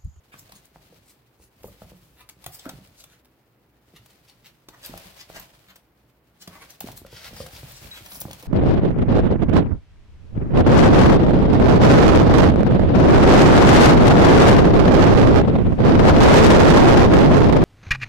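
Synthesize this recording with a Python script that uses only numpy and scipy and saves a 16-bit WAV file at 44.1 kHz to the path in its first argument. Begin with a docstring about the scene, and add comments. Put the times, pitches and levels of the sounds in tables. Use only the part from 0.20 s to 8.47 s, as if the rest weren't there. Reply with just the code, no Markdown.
"""Two puppies on a laminate floor

They scuffle, then gallop, in a small room, close to a hand-held phone. Soft paws knock the boards and
make the floating floor boom. Paws and coats slide with a short grainy hiss; claws tick and scratch.
A collar ring chinks. Late on, clothing or a hand on the phone rustles in longer swells.
The room adds a short tail and a faint low hum."""
import sys
import numpy as np
from scipy import signal
from scipy.fft import rfft, irfft, next_fast_len
from scipy.io import wavfile
from scipy.ndimage import map_coordinates

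SR = 44100
rng = np.random.default_rng(int(sys.argv[2]) if len(sys.argv) > 2 else 0)


def inscribe(sig):
    """Save sig as 16-bit PCM at rate SR to the path in sys.argv[1].

    A 1-D sig is mono; a 2-D sig holds one channel per row.
    Samples are clipped to [-1, 1] before scaling.
    """
    pcm = np.round(np.clip(np.atleast_2d(sig).T, -1, 1) * 32767)
    wavfile.write(sys.argv[1], SR, pcm.astype(np.int16))


N = 364703
T = np.arange(N) / SR

# Noise spectra. Each row: frequency in Hz, relative density in dB.
HUM_SPECTRUM = [(20, -50), (45, -9), (62, 6.5), (85, -14), (120, 5), (160, -5.5), (310, -3), (520, -8.5),
                (1200, -14.5), (2500, -20.5), (7000, -43), (15000, -29)]
RUSTLE_SPECTRUM = [(150, -13), (550, 20), (1200, 13.5), (2500, 15), (4500, 12.5), (6500, 7), (15000, 1)]
RUMBLE_SPECTRUM = [(20, -39), (42, 14), (85, 10.5), (200, -7), (500, -10.5), (1500, -14)]
CLAW_SPECTRUM = [(150, -34.5), (600, 14.5), (1500, 6.5), (3500, 9), (7500, 2), (15000, -0.5)]
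# Bouts of play. Each row: start and end in seconds, rustle in dB, weight on the floor in dB,
# lag of the left microphone port in samples.
PLAY_BOUTS = [(0.153, 0.388, -63.5, -65.5, 12), (0.598, 0.73, -67, -69.5, -3),
              (1.423, 1.672, -63.5, -59, 4.5), (1.76, 1.874, -74, -59.5, 2.5), (2.29, 2.57, -59, -60, 6),
              (3.686, 4.394, -72, -75, -0.5), (4.678, 4.835, -51.5, -56, 8), (5.13, 5.195, -55.5, -59.5, 7),
              (6.37, 6.365, -53, -63, 5), (6.664, 6.68, -52.5, -54.5, 1.5), (7.013, 7.322, -52, -48, -2.5),
              (7.434, 8.29, -54, -51, 8.5)]
# Firm paw falls. Each row: time in seconds, knock level in dB, pitch in Hz, plank decay in cycles.
FIRM_PAWS = [(.142, -33.5, 1170, 1.2), (.323, -36, 990, 1.2), (.56, -37, 780, 0.81), (.726, -46, 486, 2.3),
             (1.2, -50, 472, 1.7), (1.444, -28.5, 468, 1.2), (1.483, -43.5, 564, 4.7),
             (1.62, -32.5, 660, 1.8), (1.648, -49, 775, 1.2), (1.719, -38.5, 490, 0.73),
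             (2.265, -29, 740, 1.5), (2.464, -26, 286, 2), (2.494, -39, 760, 0.99), (2.536, -39, 298, 0.7),
             (2.588, -39.5, 303, 0.67), (3.739, -45.5, 334, 0.96), (4.487, -36.5, 376, 0.36),
             (4.697, -34.5, 261, 1.1), (4.74, -28.5, 670, 1.5), (5.101, -32.5, 570, 0.57),
             (5.168, -32, 704, 1.8), (5.319, -59, 196, 1.3), (6.28, -33.5, 189, 0.51),
             (6.61, -30.5, 760, 1.7), (6.644, -26.5, 189, 0.48), (6.672, -36, 655, 2.1),
             (6.688, -27.5, 754, 0.95), (6.85, -35, 535, 3.4), (6.929, -38, 483, 2.2),
             (7.075, -67, 326, 1.2), (7.11, -46, 506, 2.8), (7.204, -27, 532, 5.1),
             (7.432, -36.5, 597, 0.49), (7.649, -43.5, 407, 0.99), (8.018, -32.5, 640, 0.63),
             (8.053, -29, 730, 0.83), (8.056, -27.5, 151, 1.3), (8.083, -35, 535, 2.7),
             (8.109, -30, 674, 0.72), (8.234, -39.5, 483, 2.7), (8.257, -36.5, 750, 1.3)]
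# Floating floor modes. Each row: frequency in Hz, relative level in dB, T60 in seconds.
FLOOR_MODES = [(52, -13, 0.23), (78.8, -11, 0.14), (113, -4, 0.096), (137.5, -11, 0.12),
               (174.4, -8.5, 0.17), (201, -16, 0.17), (308, -5.5, 0.041)]
# Hissing swells: short paw and coat slides, and longer rustles of clothing or a hand on the phone.
# Each row: peak time in seconds, level in dB, swell in seconds, hiss centre in Hz.
HISS_SWELLS = [(0.136, -49, 0.008, 2000), (0.193, -48, 0.0073, 7860), (0.366, -50, 0.0096, 5500),
               (.904, -57.5, 0.03, 7200), (1.24, -58.5, 0.024, 7300), (1.475, -55, 0.027, 11900),
               (2.011, -53.5, 0.019, 2290), (2.35, -42, 0.014, 9400), (2.398, -43.5, 0.0048, 5040),
               (2.458, -42.5, 0.0031, 1000), (2.809, -50.5, 0.019, 4900), (2.934, -60, 0.037, 3050),
               (3.77, -49, 0.0088, 3060), (3.908, -54.5, 0.004, 2970), (4.098, -53.5, 0.012, 3360),
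               (4.269, -50, 0.014, 3340), (4.545, -53, 0.014, 1140), (4.653, -39, 0.012, 3700),
               (5.013, -43, 0.012, 3520), (5.171, -40, 0.015, 1850), (5.506, -53.5, 0.015, 2080),
               (6.225, -44.5, 0.01, 4440), (6.36, -51, 0.033, 1170), (6.425, -46, 0.011, 1350),
               (6.507, -43.5, 0.0042, 6850), (6.777, -44, 0.0071, 8040), (6.98, -48.5, 0.044, 3300),
               (7.071, -45.5, 0.043, 2560), (7.215, -44.5, 0.037, 4300), (7.371, -50, 0.023, 3800),
               (7.576, -51.5, 0.04, 4400), (7.775, -47, 0.039, 2800), (7.962, -44, 0.043, 9400)]
# Claw strikes. Each row: start in seconds, level in dB, length in seconds, added tilt in dB per octave.
CLAW_STRIKES = [(0.292, -51, 0.0042, -2), (.32, -46, 0.004, 1), (0.455, -52, 0.0025, 6),
                (1.433, -48, 0.0011, 1), (2.09, -41.5, 0.0077, 1), (2.242, -40.5, 0.00089, 0.9),
                (2.2627, -31.5, 0.0019, 2.5), (2.492, -35, 0.0033, -0.5), (2.673, -55.5, 0.0035, 2),
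                (2.839, -44.5, 0.0037, 1.6), (3.047, -59.5, 0.01, 0.5), (3.861, -51, 0.0017, 1.5),
                (4.486, -41.5, 0.0041, 0), (4.66, -35, 0.0047, 6.5), (4.776, -39.5, 0.0039, 1.5),
                (5.197, -39, 0.0042, 5.5), (5.557, -48, 0.0068, 0.5), (6.275, -38.5, 0.0029, 0),
                (6.605, -30.5, 0.0024, 5.5), (6.716, -45, 0.0069, 4), (6.864, -49, .003, 0),
                (7.165, -42, .004, 0), (7.263, -38.5, 0.0015, -0.5), (7.5194, -44, 0.0012, 2.5),
                (7.8596, -41.5, 0.0062, -0.4), (7.918, -41, 0.0055, 0), (7.954, -42, 0.0015, -0.5),
                (8.001, -31.5, 0.012, 10), (8.0132, -32, 0.0048, 6.5), (8.111, -38, 0.0017, 1),
                (8.131, -38.5, 0.0027, .5), (8.226, -44.5, 0.0055, 0)]
# Collar ring jolts. Each row: start in seconds, level in dB.
COLLAR_CHINKS = [(6.78, -59), (7.714, -34)]
# Colour of the two ports. Each row: frequency in Hz, left minus right in dB.
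PORT_COLOUR = [(200, -1), (700, 0.5), (2380, -1.5), (4400, 4), (8120, 1), (15000, 1.5)]


def amp(db):
    """Decibels to gain."""
    return 10 ** (np.asarray(db) / 20)


def unit(x):
    """Scale to rms 1."""
    return x / np.sqrt(np.mean(x ** 2))


def decay(t, t60_s):
    """Fall of 60 dB per t60_s."""
    return np.exp(-np.log(1000) * t / t60_s)


def add(track, start_s, sound):
    """Mix a sound into a track."""
    i = int(start_s * SR)
    sound, i = sound[max(-i, 0):], max(i, 0)
    track[i:i + len(sound)] += sound[:N - i]


def curve_db(points, size):
    """(Hz, dB) points to FFT bins, over log frequency."""
    hz, db = np.transpose(points)
    bin_hz = np.maximum(np.arange(size // 2 + 1) * SR / size, 1)
    return np.interp(np.log(bin_hz), np.log(hz), db)


def colour(x, spectrum):
    """Shape noise by (Hz, dB) points, to rms 1."""
    n = x.shape[-1]
    size = next_fast_len(n)
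    return unit(irfft(rfft(x, size) * amp(curve_db(spectrum, size)), size)[..., :n])


def diffuse(n, apart_hz=1100):
    """Noise from all sides at two close ports: alike in the bass, unrelated in the treble."""
    mid, side = rfft(rng.standard_normal((2, n)))
    hz = np.arange(len(mid)) * SR / n
    coherence = .94 / (1 + (hz / apart_hz) ** 2)
    mid, side = mid * np.sqrt(1 + coherence), side * np.sqrt(1 - coherence)
    return irfft([mid + side, mid - side], n) / np.sqrt(2)


def friction(n, grain_db, grain_hz=700):
    """Tiny catches and slips: noise whose level jumps from grain to grain."""
    grain = (np.arange(n) * grain_hz / SR).astype(int)
    return unit(rng.standard_normal(n) * amp(grain_db * rng.standard_normal(n))[grain])


def activity(at_s, rest_db=-76.5, attack_s=.07, release_s=.18):
    """Rustle and weight in dB: each bout starts quickly and ebbs to rest."""
    start_s, end_s, rustle_db, weight_db, _ = np.transpose(PLAY_BOUTS)
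    t = np.asarray(at_s)[..., None]
    envelope = np.exp(-np.maximum(start_s - t, 0) / attack_s - np.maximum(t - end_s, 0) / release_s)
    return [20 * np.log10(amp(rest_db) + (amp(db) * envelope).max(axis=-1))
            for db in (rustle_db, weight_db)]


def hum(level_db=-62.5):
    """Steady low room noise from all sides."""
    return amp(level_db) * colour(diffuse(N), HUM_SPECTRUM)


def scurry(rustle_gain_db=2, rumble_gain_db=-5.5, patter_db=3, tremble_db=5.5):
    """Pattering and brushing coats rustle between steps and keep the floor trembling."""
    rustle_db, weight_db = activity(T)
    knots_s = np.arange(0, T[-1], .025)
    patter = np.interp(T, knots_s, rng.standard_normal(len(knots_s)))
    grains = np.array([friction(N, grain_db=2, grain_hz=302.7) for _ in "LR"])
    rustle = colour(grains, RUSTLE_SPECTRUM) * amp(rustle_gain_db + patter_db * patter)
    rumble = colour(diffuse(N), RUMBLE_SPECTRUM) * amp(rumble_gain_db + tremble_db * patter)
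    return amp(rustle_db) * rustle + amp(weight_db) * rumble


def footfalls(steps_per_s=12, step_hz=430, spread_db=7.5, spread_octaves=.61):
    """Firm falls plus irregular light steps. Each row: seconds, knock dB, Hz, decay cycles, boom dB."""
    count = int(steps_per_s * T[-1])
    jitter, force, pitch = rng.standard_normal((count, 3)).T
    light_s = np.clip((np.arange(count) + jitter / 2) / steps_per_s, 0, T[-1])
    rustle_db, _ = activity(light_s)
    light_hz = step_hz * 2 ** (spread_octaves * pitch)
    light = np.transpose([light_s, rustle_db + spread_db * force, light_hz, np.ones(count)])
    at_s, knock_db, hz, cycles = np.vstack([FIRM_PAWS, light]).T
    _, weight_db = activity(at_s)
    # Harder, heavier and lower-pitched falls boom more.
    boom_db = 2 + .31 * knock_db + .53 * weight_db - 2 * np.log2(hz / step_hz)
    boom_db[len(FIRM_PAWS):] -= .5  # light steps carry less weight
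    return np.transpose([at_s, knock_db, hz, cycles, boom_db])


def knocks(paws, overtone_db=-9, overtone_ratio=2.02, give_db=-7, give_hz=170, rise_cycles=.46):
    """A pad loads the plank, which gives once and knocks; loose spots ring longer than firm ones."""
    out, t = np.zeros(N), np.arange(-SR // 50, SR // 12) / SR
    give = np.exp(-(give_hz * t / .17) ** 2) * np.sin(-2 * np.pi * give_hz * t)
    for at_s, db, hz, decay_cycles, _ in paws:
        detune, phase = rng.standard_normal(2)
        cycles = hz * t
        envelope = np.exp(-np.where(cycles < 0, (cycles / rise_cycles) ** 2, cycles / decay_cycles))
        overtone = envelope ** 2 * np.cos(2 * np.pi * cycles * overtone_ratio * amp(detune) + phase)
        knock = envelope * np.cos(2 * np.pi * cycles) + amp(overtone_db) * overtone
        add(out, at_s + t[0], amp(db) * (knock + amp(give_db) * give))
    return out


def booms(paws, spread_db=3, detune=.08, push_s=.0029):
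    """Each step's weight sets the floor swinging; every spot favours other modes."""
    out, t = np.zeros(N), np.arange(SR // 2) / SR
    hz, mode_db, t60_s = np.transpose(FLOOR_MODES)[:, :, None]
    push = 1 - np.exp(-t / push_s)
    for at_s, _, _, _, boom_db in paws:
        strength, shift, phase = rng.standard_normal((3, len(FLOOR_MODES), 1))
        swing = np.sin(2 * np.pi * hz * (1 + detune * shift) * t + 2 * phase)
        modes = amp(mode_db + spread_db * strength) * decay(t, t60_s) * swing
        add(out, at_s - push_s, amp(boom_db) * push * modes.sum(axis=0))
    return out


def hiss_swells(stop_ratio=.33, resonance_db=2.5):
    """Paw, coat, clothing or hand rubs: hiss swells with speed, stops faster, has chance resonances."""
    out, t = np.zeros(N), np.arange(-SR // 6, SR // 6) / SR
    bands_hz = np.geomspace(100, 16000, 30)
    for peak_s, db, swell_s, centre_hz in HISS_SWELLS:
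        width_s = np.where(t < 0, swell_s, stop_ratio * swell_s)
        speed = np.exp(-np.abs(t / width_s) ** 1.6 / 2)
        octaves = np.log2(bands_hz / centre_hz)
        hump_db = np.interp(octaves, [-5, -1.6, -.5, .4, 1.5, 3.3], [-15, -7, 0, 0, -11.5, -20])
        bands_db = hump_db + resonance_db * rng.standard_normal(len(bands_hz))
        hiss = colour(friction(len(t), grain_db=3.5), np.transpose([bands_hz, bands_db]))
        add(out, peak_s + t[0], amp(db) * speed * hiss)
    return out


def claws(release_s=.0034, tick_db=1, tick_s=.0005, glancing_s=.004):
    """A nail ticks, then catches the hard surface in a dry snap; long, glancing ones land softly."""
    out, t = np.zeros(N), np.arange(-SR // 500, SR // 20) / SR
    hz, base_db = np.transpose(CLAW_SPECTRUM)
    for start_s, db, length_s, tilt_db_per_octave in CLAW_STRIKES:
        tick = amp(tick_db) * np.exp(-np.abs(t) / tick_s - (length_s / glancing_s) ** 2)
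        scratch = np.exp(-np.maximum(t - length_s, 0) / release_s)
        contact = (t >= 0) * (scratch + tick)
        spectrum = np.transpose([hz, base_db + tilt_db_per_octave * np.log2(hz / hz[0])])
        snap = colour(contact * friction(len(t), grain_db=4, grain_hz=2644), spectrum)
        add(out, start_s + t[0], amp(db) * np.sqrt(np.mean(contact ** 2)) * snap)
    return out


def collar(ring_hz=3934, t60_s=.19):
    """A jolted metal ring sounds one thin note."""
    out, t = np.zeros(N), np.arange(SR // 2) / SR
    for start_s, db in COLLAR_CHINKS:
        add(out, start_s, amp(db) * decay(t, t60_s) * np.sin(2 * np.pi * ring_hz * t))
    return out


def ports(x, pass_s=8.015, pass_width_s=.025, pass_left_db=1.5):
    """Direct sound reaches the nearer port first; the left is louder as a puppy brushes past."""
    start_s, end_s, _, _, bout_lag_samples = np.transpose(PLAY_BOUTS)
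    lag_samples = np.interp(T, (start_s + end_s) / 2, bout_lag_samples)
    left_db = pass_left_db * np.exp(-((T - pass_s) / pass_width_s) ** 2)
    left = amp(left_db / 2) * map_coordinates(x, [np.arange(N) - lag_samples / 2], order=3)
    right = amp(-left_db / 2) * map_coordinates(x, [np.arange(N) + lag_samples / 2], order=3)
    return np.array([left, right])


def room(x, split_hz=850, low_t60_s=.35, high_t60_s=.17, low_db=-.5, build_s=.000073, stride_s=.2):
    """Walls and furniture return a short diffuse tail, treble dying first; new pattern each stride."""
    out, hop, t = np.zeros((2, N)), int(stride_s * SR), np.arange(SR // 3) / SR
    lowpass, highpass = (signal.butter(2, split_hz, kind, fs=SR, output="sos")
                         for kind in ("low", "high"))
    build = 1 - np.exp(-t / build_s)
    padded = np.pad(x, (hop, 2 * hop))
    window = np.sin(np.pi * np.arange(2 * hop) / (2 * hop))
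    for i in range(0, N + hop, hop):
        noise = diffuse(len(t))
        lows = amp(low_db) * decay(t, low_t60_s) * signal.sosfilt(lowpass, noise)
        highs = decay(t, high_t60_s) * signal.sosfilt(highpass, noise)
        response = unit(build * (lows - highs)) / np.sqrt(len(t))
        wet = signal.fftconvolve((window * padded[i:i + 2 * hop])[None], response, axes=1)
        for channel, sound in zip(out, wet):
            add(channel, (i - hop) / SR, sound)
    return out


def scene():
    """Steps, scratches and hisses, direct and through the room, with collar, scurry and hum."""
    paws = footfalls()
    knock, boom, claw, hiss = knocks(paws), booms(paws), claws(), hiss_swells()
    direct = ports(knock + boom + claw + hiss + collar())
    tail = room(amp(-8.5) * knock + amp(-3) * boom + amp(-6.5) * claw + hiss)
    return direct + tail + scurry() + hum()


def record(dry, low_cut_hz=30, port_hz=14200, port_db=-3, port_q=3, top_hz=15900):
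    """Phone: deep bass dropped, ports ringing in the high treble, each with its own colour, top cut."""
    lean = signal.sosfilt(signal.butter(2, low_cut_hz, "high", fs=SR, output="sos"), dry)
    bright = lean + amp(port_db) * signal.lfilter(*signal.iirpeak(port_hz, port_q, fs=SR), lean)
    size = next_fast_len(N)
    left_db = curve_db(PORT_COLOUR, size)
    coloured = irfft(rfft(bright, size) * amp([left_db / 2, -left_db / 2]), size)[:, :N]
    return signal.sosfilt(signal.ellip(10, .2, 70, top_hz, fs=SR, output="sos"), coloured)


dry = scene()
out = record(dry)
inscribe(out)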